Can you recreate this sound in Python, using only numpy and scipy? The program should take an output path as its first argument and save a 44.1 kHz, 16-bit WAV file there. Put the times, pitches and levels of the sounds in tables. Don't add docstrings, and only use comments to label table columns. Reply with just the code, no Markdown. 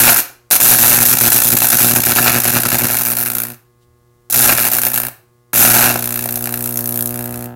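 import sys
import numpy as np
from scipy import signal
from scipy.fft import rfft, irfft
from scipy.io import wavfile

SR = 44100
rng = np.random.default_rng(int(sys.argv[2]) if len(sys.argv) > 2 else 0)


def inscribe(sig):
    pcm = np.round(np.clip(np.atleast_2d(sig).T, -1, 1) * 32767)
    wavfile.write(sys.argv[1], SR, pcm.astype(np.int16))


N = 332955
TIME = np.arange(N) / SR
MAINS_HZ = 60.03


def undb(db):
    return 10 ** (np.asarray(db) / 20)


def level(x, db):
    return x * undb(db) / np.sqrt(np.mean(x ** 2))


def curve(table, t):
    times, *columns = np.transpose(table)
    return [np.interp(t, times, column) for column in columns]


def colour(x, points, size=4096):
    hz, db = np.transpose(points)
    bins = np.maximum(np.arange(size // 2 + 1) * SR / size, 1)
    cepstrum = irfft(np.log(undb(np.interp(np.log(bins), np.log(hz), db))))
    cepstrum[1:size // 2] *= 2
    cepstrum[size // 2 + 1:] = 0
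    response = irfft(np.exp(rfft(cepstrum)))
    return signal.fftconvolve(x, response / np.linalg.norm(response))[:N]


def wander(rate_hz):
    return np.interp(TIME * rate_hz, np.arange(N), rng.standard_normal(N))


def impulses(times, sizes):
    out, at = np.zeros(N + 1), np.clip(times * SR, 0, N - 1)
    np.add.at(out, at.astype(int), sizes * (1 - at % 1))
    np.add.at(out, at.astype(int) + 1, sizes * (at % 1))
    return out[:N]


def fading(x, decay_s):
    return signal.lfilter([1], [1, -np.exp(-1 / (decay_s * SR))], x)


# time in seconds, forward hiss, reverse hiss and puff in dB, rasp relative to hiss in dB,
# unrest from 0 to 1, ignition in milliseconds into the half-cycle.
ARC_BURNS = [
    [(0, -4, -8.5, -13, -10.5, 0.94, 0.76), (.12, -7, -7.5, -12, -6.5, 1, 1.6),
     (.203, -12, -12.5, -27, -13.5, 1, 1.3)],
    [(.507, -4.5, -6, -30.5, -15, .9, 2), (.63, -4, -4.5, -16, -13, .9, 2),
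     (.95, -7.5, -5.5, -12, -10.5, 0.97, 2.73), (1.85, -10, -7.5, -14, -11, 0.99, 2.6),
     (2.3, -13.5, -12, -12, -5.5, 0.96, 2.6), (2.85, -13, -13.5, -17.5, -8.5, .8, 2.6),
     (3.1, -11.5, -16, -19.5, -11, 0.3, 2.68), (3.4, -14, -15, -20.5, -10.5, .3, 2.6),
     (3.53, -26.5, -22, -22.5, -2, .3, 4.1)],
    [(4.297, -18, -13, -38, -21, 0.8, 1.9), (4.36, -11, -4.5, -17.5, -15, 0.8, 2),
     (4.51, -11.5, -8.5, -11, -6.5, 1, 2), (4.58, -12, -9, -18, -8, .6, 2),
     (4.85, -7, -16, -22, -10, .3, 2.63), (4.97, -15, -7.5, -21, -12, 0.4, 2.9),
     (5.08, -17.5, -15, -21.5, -5.5, 0.1, 3.2)],
    [(5.53, -17, -7.5, -24, -11, 0.5, 1.4), (5.61, -3.5, -4, -11, -11.5, 0.9, 2),
     (5.89, -11.5, -10, -12, -3.5, 0.7, 1.8), (5.97, -41, -20.5, -16, -10, 0.8, 1.7),
     (6.06, -70, -14.5, -19, -13.5, 0.5, 1.5), (6.3, -73, -20, -18.5, -13, 0.3, 1.8),
     (6.92, -70, -17.5, -17, -18.5, 0.02, 2.9), (7.02, -70, -13, -16.5, -23, .03, 2.7),
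     (7.09, -70, -21.5, -16, -16.5, 0.17, 3), (7.46, -70, -25.5, -18, -11, 0.3, 3.1),
     (7.476, -70, -70, -20, -8, 0, 3.1), (7.56, -70, -70, -26, -8, 0.1, 3.1)],
]
def burn(t, break_db_per_s=1201):
    forward_db, reverse_db, puff_db, rasp_db, unrest, ignition_ms = curve(np.concatenate(ARC_BURNS), t)
    alive = sum((t >= rows[0][0]) * undb(-break_db_per_s * np.maximum(t - rows[-1][0], 0))
                for rows in ARC_BURNS)
    return alive, forward_db, reverse_db, puff_db, rasp_db, np.clip(unrest, 0, 1), ignition_ms


# start and end in seconds, change of reverse hiss and of
# forward hiss in dB, preceding flare in dB.
ARC_LULLS = [(0.124, 0.155, -1, -27, -2.5), (0.566, 0.599, -35, -27, -0.5), (0.744, 0.779, -4, -4.5, 5),
             (1.03, 1.053, -20, -1, 2.5), (1.077, 1.101, -2, 2, -3.5), (1.142, 1.199, -33, -1, 0.5),
             (1.28, 1.328, -30, -0.5, 2.5), (1.38, 1.44, -30, 2, -0.5), (1.489, 1.515, -26, -0.5, -5),
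             (1.543, 1.62, -32, 0.5, 6.5), (1.647, 1.714, -31, 3, 3), (1.748, 1.792, -19, 0, 3),
             (1.862, 1.865, -8, 3.5, 6.5), (1.928, 1.947, -20, 1, 4), (1.99, 2.05, -27, 0.5, 5),
             (2.124, 2.15, -19, 1, 0.5), (2.3, 2.317, -28, 0, 1.5), (2.382, 2.435, -25, 2.5, 5.5),
             (2.495, 2.517, -23, 3, 4.5), (2.584, 2.647, -20, -0.5, 10), (2.671, 2.713, -19, 0, 9),
             (2.76, 2.79, -12, -1, 7), (2.857, 2.879, -16, 5.5, 10.5), (2.957, 2.989, -4.5, 1, -2),
             (3.011, 3.055, -9, -1.5, 2), (3.135, 3.165, -20, -5, -3), (3.236, 3.255, -25, -8, -9),
             (3.281, 3.347, -30, -3.5, -1), (3.36, 3.528, -19, -1, -2), (4.316, 4.322, 0, -10.5, -3),
             (4.543, 4.575, -20, -2.5, -1), (4.685, 4.717, -17, -5, -5.5), (4.8, 4.818, -23, -14, -13),
             (4.878, 4.93, -26, -6.5, 0), (4.979, 5.12, -28, 0.5, 0), (6.27, 6.28, -7, 0, 3),
             (7.033, 7.052, -8, 0, 0)]
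def sputter(t, flare_lead_s=0.015, flare_width_s=0.022, sag_lag_s=0.012, sag_db=-11.5):
    start, end, reverse_db, forward_db, flare_db = np.transpose(ARC_LULLS)[:, :, None]
    lull = (t > start) & (t < end)
    shrunk = (t - sag_lag_s > start) & (t - sag_lag_s < end)
    flare = np.exp(-((t - start + flare_lead_s) / flare_width_s) ** 2)
    flame_db = flare_db * flare + sag_db * shrunk
    return (forward_db * lull).sum(axis=0), (reverse_db * lull).sum(axis=0), flame_db.sum(axis=0)


def extinction_ms(unrest):
    return 4.87 + 0.63 * unrest


def flame_size(t):
    alive, _, _, puff_db, _, unrest, _ = burn(t)
    *_, flame_db = sputter(t)
    return alive * undb(puff_db + unrest * flame_db)


def spark_noise(envelope, spectrum, bench_db=-4, decay_s=0.0023):
    scattered = fading(envelope ** 2, decay_s) / (decay_s * SR)
    share = undb(bench_db) ** 2
    power = (envelope ** 2 + share * scattered) / (1 + share)
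    return colour(np.sqrt(power) * rng.standard_normal(N), spectrum)


# frequency in Hz, relative level in dB.
HISS_SPECTRUM = [(2500, -43), (3300, -14.5), (4800, -14), (6200, -7), (7600, -7.5), (8800, -8.5),
                 (10000, -6), (10800, -1), (11300, -4.5), (11900, 0), (12900, 0.5), (13600, -4.5),
                 (14300, -2), (15800, -10.5)]
RASP_SPECTRUM = [(40, -13.5), (110, -14.5), (300, -6), (480, -7.5), (750, 1.5), (1120, -6.5), (1400, 1.5),
                 (1700, 0.5), (2020, -6.5), (2300, -2.5), (2750, -3), (3200, -15), (4200, -10),
                 (7000, -11.5), (12000, -34.5)]
SPIT_SPECTRUM = [(5000, -37), (8500, -11), (10800, -6.5), (12000, -7.5), (13000, 0), (13800, -3),
                 (15800, -6.5)]
def anode_sizzle(zeros, reverse, jitter_ms=0.53, rise_ms=0.23, fall_ms=0.54, scatter_db=1.15):
    gain_draw, start_draw, end_draw, rasp_draw = rng.standard_normal((len(zeros), 4)).T
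    middle = zeros + 1 / (4 * MAINS_HZ)
    alive, forward_db, reverse_db, _, rasp_db, unrest, ignition_ms = burn(middle)
    forward_lull_db, reverse_lull_db, flame_db = sputter(middle)
    hiss_db = np.where(reverse, reverse_db + reverse_lull_db, forward_db + forward_lull_db)
    gain = alive * undb(hiss_db + scatter_db * gain_draw)
    start_ms = ignition_ms + jitter_ms * (1 + unrest) / 2 * start_draw
    end_ms = extinction_ms(unrest) + 0.36 + unrest * (0.5 + 1.03 * end_draw)
    half = (TIME * 2 * MAINS_HZ).astype(int)
    ms = (TIME - zeros[half]) * 1000
    gate = (1 + np.tanh((ms - start_ms[half]) / rise_ms)) * (1 + np.tanh((end_ms[half] - ms) / fall_ms))
    burning = level(gate, 0) * gain[half]
    calm = 1 - unrest[half]
    jumps = wander(2500)
    snaps = undb(1.5 * calm * wander(1800))
    hiss = burning * level(undb(3 * jumps), -1) * snaps
    rasp_gain = undb(rasp_db + unrest * (0.27 * flame_db + 3.5 * rasp_draw))
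    rasp = burning * level(undb(6 * jumps), 0) * rasp_gain[half]
    spit = spark_noise(hiss * calm * undb(2), SPIT_SPECTRUM, bench_db=-8)
    return spit + spark_noise(hiss * undb(-7 * calm), HISS_SPECTRUM) + spark_noise(rasp, RASP_SPECTRUM)


# frequency in Hz, level in dB.
PUFF_SPECTRUM = [(25, -21), (60, -5.5), (120, 1), (240, 0.5), (360, -3.5), (480, -11.5), (600, -11),
                 (720, -10.5), (850, -18.5), (1100, -23), (1600, -24), (2500, -40.5), (6000, -65)]
KICK_SPECTRUM = [(200, -22.5), (450, -14), (720, 1), (900, -4.5), (1150, -14.5), (1650, -1.5),
                 (2100, -21.5), (2650, -17.5), (3500, -23), (8000, -48)]
# time in seconds, level relative to the puff in dB.
KICK_LEVELS = [(0, -24.5), (5.9, -19), (7, -14), (7.5, -10.5)]
def gas_puffs(zeros, reverse, puff_db=16.5, scatter_db=2.5, jitter_ms=0.21, reverse_lead_ms=0.22):
    time_draw, size_draw = rng.standard_normal((len(zeros), 2)).T
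    *_, unrest, ignition_ms = burn(zeros)
    collapse_ms = extinction_ms(unrest) - reverse_lead_ms * reverse + jitter_ms * unrest * time_draw
    times = zeros + collapse_ms / 1000
    size = flame_size(times) * undb(puff_db + unrest * (scatter_db * size_draw - 1.13))
    kicks = impulses(zeros + ignition_ms / 1000, size * reverse * undb(curve(KICK_LEVELS, zeros)[0]))
    return colour(impulses(times, -size), PUFF_SPECTRUM) + colour(kicks, KICK_SPECTRUM)


def flame_flutter(zeros, flutter_db=-30):
    spectrum = [(15, -10.5), (35, -7.5), (70, 5), (120, -8), (400, -25.5), (2000, -49.5)]
    flutter = colour(rng.standard_normal(N), spectrum)
    return flutter * np.interp(TIME, zeros, flame_size(zeros)) * undb(flutter_db + 2 * wander(12))


def resonance(x, hz, width_hz):
    return signal.lfilter(*signal.iirpeak(hz, hz / width_hz, fs=SR), x)


# frequency in Hz, bandwidth in Hz, gain in dB.
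HISS_PEAKS = [(2590, 300, -16), (3970, 300, -9), (9270, 260, -4), (10810, 250, -5.5), (11700, 67, -7.5),
              (12880, 250, -8.5), (13250, 180, -3.5), (14560, 220, -9.5)]
def hiss_resonances(buzz):
    return sum(undb(db) * resonance(buzz, hz, width_hz) for hz, width_hz, db in HISS_PEAKS)


def room_echoes(x, echo_db=-10.5, t60_s=0.38, treble_t60_s=0.27, delay_s=0.003, split_hz=6000):
    t = TIME[:SR // 2]
    echoes = rng.standard_normal(len(t)) * (t > delay_s)
    low = signal.sosfiltfilt(signal.butter(2, split_hz, fs=SR, output="sos"), echoes)
    tail = low * undb(-60 * t / t60_s) + (echoes - low) * undb(-60 * t / treble_t60_s)
    return undb(echo_db) * signal.fftconvolve(x, tail / np.linalg.norm(tail))[:N]


# frequency in Hz, relative level in dB.
AMBIENT_SPECTRUM = [(15, -37), (25, -6), (123, -4), (249, -18), (301, -22.5), (363, -0.5), (416, -30),
                    (476, -18.5), (659, -25), (1070, -22.5), (1560, -29.5), (16000, -28.5)]
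def room_noise(noise_db=-60.5):
    return level(colour(rng.standard_normal(N), AMBIENT_SPECTRUM), noise_db) * undb(0.89 * wander(7.8))


# multiple of twice the mains frequency, relative level in dB.
CORE_HARMONICS = [(1, 0.5), (2, -9.5), (3, -4), (4, -8), (5, -16), (6, -18.5), (7, -18), (8, -25), (9, -10),
                  (10, -15), (11, -23.5), (12, -21), (13, -32), (14, -19), (15, -28), (16, -30), (17, -20),
                  (18, -32.5)]
def transformer(hum_db=-56):
    phase = 2 * np.pi * 2 * MAINS_HZ * TIME
    hum = sum(undb(db) * np.cos(k * phase + 1.1 * rng.standard_normal()) for k, db in CORE_HARMONICS)
    return level(hum, hum_db) * undb(0.4 * wander(4.6))


# time in seconds, relative levels of hiss and of rasp in dB.
BREAKDOWNS = [(0.5045, 0, -21), (0.5108, 3, -32), (0.602, 15, -5), (2.401, 2.5, -22), (3.052, 8, -25),
              (3.171, 4, -25), (3.3843, 6.5, -23), (4.3006, 0, -21), (4.3237, 6, -33), (4.8167, 7, -21),
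              (4.942, 0.5, -22), (5.5351, -7.5, -13.5), (5.9572, -3, -9), (6.2897, 2, -17),
              (6.3576, 8, -27), (6.4412, 5, -30), (6.4572, 5, -15.5), (6.4732, -1, -17), (6.5408, 3, -15.5),
              (6.641, 3.5, -40), (6.773, 6, -24), (6.858, 2, -42), (6.9236, -2, -33), (6.9587, 3, -41),
              (6.9915, -11, -35), (7.0736, 2, -40)]
def cracks(hiss_gain_db=-7, rasp_gain_db=8, decay_s=0.00033):
    times, hiss_db, rasp_db = np.transpose(BREAKDOWNS)
    hiss = fading(impulses(times, undb(hiss_db + hiss_gain_db)), decay_s)
    rasp = fading(impulses(times, undb(rasp_db + rasp_gain_db)), decay_s)
    return spark_noise(hiss, HISS_SPECTRUM) + spark_noise(rasp, RASP_SPECTRUM)


def rod_handling(rub_s=3.83, rub_db=-63, bump_s=3.875, bump_db=-53, bump_hz=81):
    friction = colour(rng.standard_normal(N), [(1000, -16), (3000, 1.5), (8000, -2.5), (16000, -9)])
    rub = friction * np.exp(-((TIME - rub_s) / 0.022) ** 2)
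    age = np.maximum(TIME - bump_s, 0)
    bump = np.sin(2 * np.pi * bump_hz * age) * np.exp(-age / 0.12)
    return undb(rub_db) * rub + undb(bump_db) * bump


# time in seconds, relative level in dB.
STUMBLES = [(5.904, -3.5), (5.924, -12), (5.958, 0.5), (6.258, -6), (6.372, -13)]
def hollow_pops(gain_db=30):
    times, db = np.transpose(STUMBLES)
    return resonance(impulses(times, undb(db + gain_db)), hz=680, width_hz=93)


def scene():
    half_cycles = np.arange(int(N / SR * 2 * MAINS_HZ) + 1)
    zeros = half_cycles / (2 * MAINS_HZ)
    reverse = half_cycles % 2 == 1
    buzz = anode_sizzle(zeros, reverse) + cracks() + hollow_pops()
    arc = buzz + hiss_resonances(buzz) + gas_puffs(zeros, reverse)
    room = room_echoes(arc) + room_noise()
    return (arc + room + flame_flutter(zeros) + transformer() + rod_handling())[None]


def record(dry, ceiling=0.7, cutoff_hz=15950):
    limited = dry / (1 + (dry / ceiling) ** 4) ** 0.25
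    low_pass = signal.firwin(401, cutoff_hz, fs=SR, window=("kaiser", 9))
    return signal.fftconvolve(limited, low_pass[None], "same")


dry = scene()
out = record(dry)
inscribe(out)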